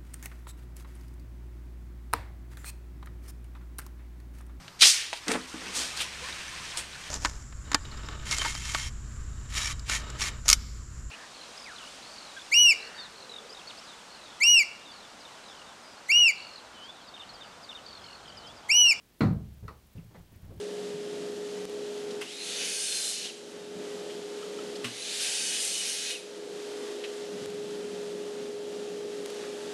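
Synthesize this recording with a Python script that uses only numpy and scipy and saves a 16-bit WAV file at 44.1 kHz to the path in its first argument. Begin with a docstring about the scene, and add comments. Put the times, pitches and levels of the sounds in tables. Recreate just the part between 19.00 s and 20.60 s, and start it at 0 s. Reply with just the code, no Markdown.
"""Ball on a carpeted landing

A ball strikes hard: a slap, a hollow pong and the boom of floor and hallway, which swells once more.
It then bounces on with soft thuds, knocks once against woodwork and brushes along the carpet.
Damped modes make the rings, decaying noise the hallway's reverb and the brushing.
Faint room rumble and microphone hiss lie underneath."""
import sys
import numpy as np
from scipy import signal
from scipy.fft import rfft, irfft, next_fast_len
from scipy.io import wavfile

SR = 44100
rng = np.random.default_rng(int(sys.argv[2]) if len(sys.argv) > 2 else 0)


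def to_wav(s):
    """Save 16-bit WAV."""
    ch = np.atleast_2d(s).T  # columns
    pcm = np.round(np.clip(ch, -1, 1) * 32767)  # PCM
    wavfile.write(sys.argv[1], SR, pcm.astype(np.int16))


N = 70560
T = np.arange(N) / SR
CRACK_T60_S = 0.0093  # the bright snap on the front of a hard hit


def amp(db):
    """Decibels to gain."""
    return 10 ** (np.asarray(db) / 20)


def along(points, hz):
    """Read a curve of (Hz, value) points on a log frequency axis."""
    freqs, values = np.transpose(points)
    return np.interp(np.log(hz + 1), np.log(freqs + 1), values)


def fade(t60):
    """A decay of 60 dB in t60 seconds."""
    return np.exp(-np.log(1000) * T / t60)


def start(sound, at_s, rise_s):
    """Cue a sound at at_s, its attack softened with the time constant rise_s."""
    attack = 1 - np.exp(-T / rise_s)
    return np.pad(sound * attack, (round(at_s * SR), 0))[:N]


def noise(spectrum, tilt=0):
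    """Noise of rms 1, coloured by (Hz, dB) points and tilted in dB per octave."""
    hz = np.fft.rfftfreq(N, 1 / SR)
    colour = amp(along(spectrum, hz) + tilt * np.log2(hz + 1))
    coloured = irfft(rfft(rng.standard_normal(N)) * colour, N)
    return coloured / np.sqrt(np.mean(coloured ** 2) + 1e-20)


def ring(modes, delay_s):
    """Damped (Hz, dB, t60) modes, each with a chance level and a phase lag of the order of delay_s."""
    chance = rng.standard_normal((len(modes), 2))
    return sum(amp(db + stray_db) * fade(t60) * np.sin(2 * np.pi * hz * (T - delay_s * lag))
               for (hz, db, t60), (stray_db, lag) in zip(modes, chance))


def hallway(spectrum, tilt=0, decay=1):
    """A contact's diffuse tail: each frequency dies at its own speed; decay scales the reverb time."""
    # The hallway's reverb. Each row: frequency in Hz, t60 in seconds.
    reverb_times = [(60, 0.83), (160, 0.56), (420, 0.42), (1100, 0.33), (2900, 0.24), (8000, 0.31)]
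    hz, t, bands = signal.stft(noise(spectrum, tilt), SR, nperseg=512)
    t60 = decay * along(reverb_times, hz)[:, None]
    tails = bands * np.exp(-np.log(1000) * t / t60)
    return signal.istft(tails, SR, nperseg=512)[1][:N]


def background():
    """Room rumble and microphone hiss whose treble flickers faintly."""
    # The steady bed and the fizz on top. Each row: frequency in Hz, relative density in dB.
    bed_colour = [(20, 0), (45, 7.5), (105, 4.5), (200, 4), (340, 0.5), (600, -5), (1200, -10), (2000, -10),
                  (3500, -11), (8000, -16), (11000, -18), (15500, -17)]
    fizz_colour = [(20, -64), (4000, -27), (8000, -7), (12000, 1), (15500, -0.5)]
    flicker_per_s, flicker_db = 130, 5.5
    flicker = np.interp(T * flicker_per_s, np.arange(N), rng.standard_normal(N))
    return amp(-63) * noise(bed_colour) + amp(-76 + flicker_db * flicker) * noise(fizz_colour)


def hump(centre_hz, octaves):
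    """A broad resonance with a softened top, as (Hz, dB) points."""
    steepness = 1.45
    hz = np.geomspace(20, SR / 2, 80)
    peak_db = -10 * steepness * np.log10(1 + (np.log2(hz / centre_hz) / octaves) ** 2)
    rolloff_db = -10 * np.log10(1 + (hz / centre_hz / 2) ** 2)
    return np.transpose([hz, peak_db + rolloff_db])


def brushes():
    """The ball glances along the carpet: puffs of noise, each with one broad colour."""
    # Light contacts. Each row: start in seconds, level in dB, rise in seconds, centre in Hz,
    # width in octaves.
    contacts = [(.627, -55, .003, 366, .45), (.954, -54, 0.0014, 366, 0.3), (.956, -68, 0.0018, 4200, 0.35),
                (0.974, -60, 0.0022, 2600, 0.23), (1.105, -53, 0.009, 260, 1.3),
                (1.143, -49, 0.0066, 610, 1.05), (1.142, -55, .009, 1790, .45),
                (1.186, -62.5, 0.0039, 1200, 0.92), (1.318, -58.5, 0.0017, 302, .9),
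                (1.339, -64.5, 0.0012, 2110, .3), (1.43, -60.5, 0.0046, 600, 1.6),
                (1.463, -52.5, 0.0019, 238, 0.34), (1.505, -46.5, 0.0038, 338, 0.47),
                (1.574, -68.5, 0.00085, 2630, 1)]
    return sum(amp(db) * start(hallway(hump(hz, octaves), decay=0.61), at_s, rise_s)
               for at_s, db, rise_s, hz, octaves in contacts)


def knock():
    """One short, bright tock on woodwork: a crack, a ring and a little room."""
    # The woodwork's ring. Each row: frequency in Hz, level in dB, t60 in seconds.
    wood_modes = [(431, -10, 0.092), (1014, -13, 0.13), (1107, -10, .13), (1200, -3.5, .08),
                  (1288, 2, 0.066), (1938, -16, 0.071), (2630, -17, 0.068), (4290, -24, 0.069)]
    # The knock's noise. Each row: frequency in Hz, relative density in dB.
    knock_colour = [(100, -13), (400, -4), (700, -6), (1200, -3), (1600, -13), (2000, -11.5), (2700, -22),
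                    (3300, -26), (4500, -19.5), (5800, -30), (12000, -41)]
    crack = amp(-2) * fade(CRACK_T60_S) * noise(knock_colour, tilt=2.7)
    wood = ring(wood_modes, delay_s=0.00029)
    room = amp(-8) * hallway(knock_colour, decay=0.8)
    return amp(-37.5) * start(crack + wood + room, at_s=0.6803, rise_s=0.0003)


def swell_and_thuds():
    """A low swell in the hallway's boom just after the hit, then soft bounces muffled by the carpet."""
    # The first row is the swell, the later rows are soft bounces.
    # Each row: start in seconds, level in dB, pitch in Hz, rise in seconds.
    low_pulses = [(.308, -24, 187.8, 0.0021), (.626, -34.5, 106.6, 0.006), (.648, -44, 151.7, 0.0043),
                  (0.952, -34.5, 102, 0.0071), (.981, -36, 166, 0.0035), (1.05, -47.5, 109, .005),
                  (1.147, -48.5, 196, 0.0036), (1.178, -44.5, 169.6, 0.0054), (1.2, -46, 89, .004),
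                  (1.314, -44, 103, .007), (1.36, -43, 82.7, 0.0041), (1.43, -32, 85.3, .009),
                  (1.48, -36, 102, 0.0085), (1.56, -37, 94, 0.0064)]
    # A pulse's body. Each row: multiple of its pitch, level in dB, t60 in seconds.
    body_modes = [(.63, -3.5, .1), (1.002, 5, .105), (1.548, -9.5, 0.08)]
    # Its dull tail. Each row: frequency in Hz, relative density in dB.
    room_colour = [(20, -13), (45, -3.5), (110, 0), (190, -4), (270, -23), (430, -20), (750, -27.5),
                   (2000, -36), (8000, -70)]
    out = np.zeros(N)
    for at_s, db, hz, rise_s in low_pulses:
        modes = [(hz * ratio, level, t60) for ratio, level, t60 in body_modes]
        body = ring(modes, delay_s=0.00076)
        room = amp(-12) * hallway(room_colour)
        out += amp(db) * start(body + room, at_s, rise_s)
    return out


def blow():
    """The hard first hit: the ball slaps and rings at once; the floor's boom builds up just after."""
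    # The ball's hollow pong and the boom of the wooden floor and hallway.
    # Each row: frequency in Hz, level in dB, t60 in seconds.
    ball_modes = [(271.6, 0, 0.21), (305.7, 1, 0.16), (330.2, -6, 0.31), (430, -18.5, 0.5),
                  (483, -29.5, 0.53), (592, -18, 0.2), (658, -25.5, 0.58), (765, -19.5, 0.43),
                  (1092, -16, 0.21), (1268, -25, .2), (1380, -16, 0.15), (2250, -16, 0.088),
                  (3993, -19, 0.09), (4230, -25, .13)]
    floor_modes = [(69, -15.5, 1.56), (94.6, -7, 0.71), (107.4, 0, 0.46), (126.5, -5.5, 0.59),
                   (152.8, -1, 0.54), (180.36, -4, 0.53), (207.7, 0, 0.46), (246.1, -3, 0.36)]
    # The slap as the walls scatter it. Each row: frequency in Hz, relative density in dB.
    slap_colour = [(30, -22), (100, -22), (280, -3), (420, -8), (850, -15.5), (1250, -11.5), (1650, -19.5),
                   (2300, -21.5), (3100, -33), (4250, -25.5), (5000, -37), (9000, -49.5), (15000, -56)]
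    hit_s, floor_lag_s = 0.2065, 0.009
    crack = amp(-1.5) * fade(CRACK_T60_S) * noise(slap_colour, tilt=3.6)
    ball = start(ring(ball_modes, delay_s=0.0006) + crack, hit_s, rise_s=0.0012)
    slap = amp(-4) * start(hallway(slap_colour), hit_s, rise_s=0.0015)
    boom = amp(2) * start(ring(floor_modes, delay_s=0.002), hit_s + floor_lag_s, rise_s=0.0074)
    return amp(-22.5) * (ball + slap + boom)


def scene():
    """The ball and the hallway's answer over the quiet of the house, in mono."""
    return (blow() + swell_and_thuds() + knock() + brushes() + background())[None]


def record(dry):
    """The microphone keeps nothing above its band limit."""
    top_hz = 15800
    size = next_fast_len(2 * N)
    passband = np.fft.rfftfreq(size, 1 / SR) < top_hz
    return irfft(rfft(dry, size) * passband, size)[..., :N]


dry = scene()
out = record(dry)
to_wav(out)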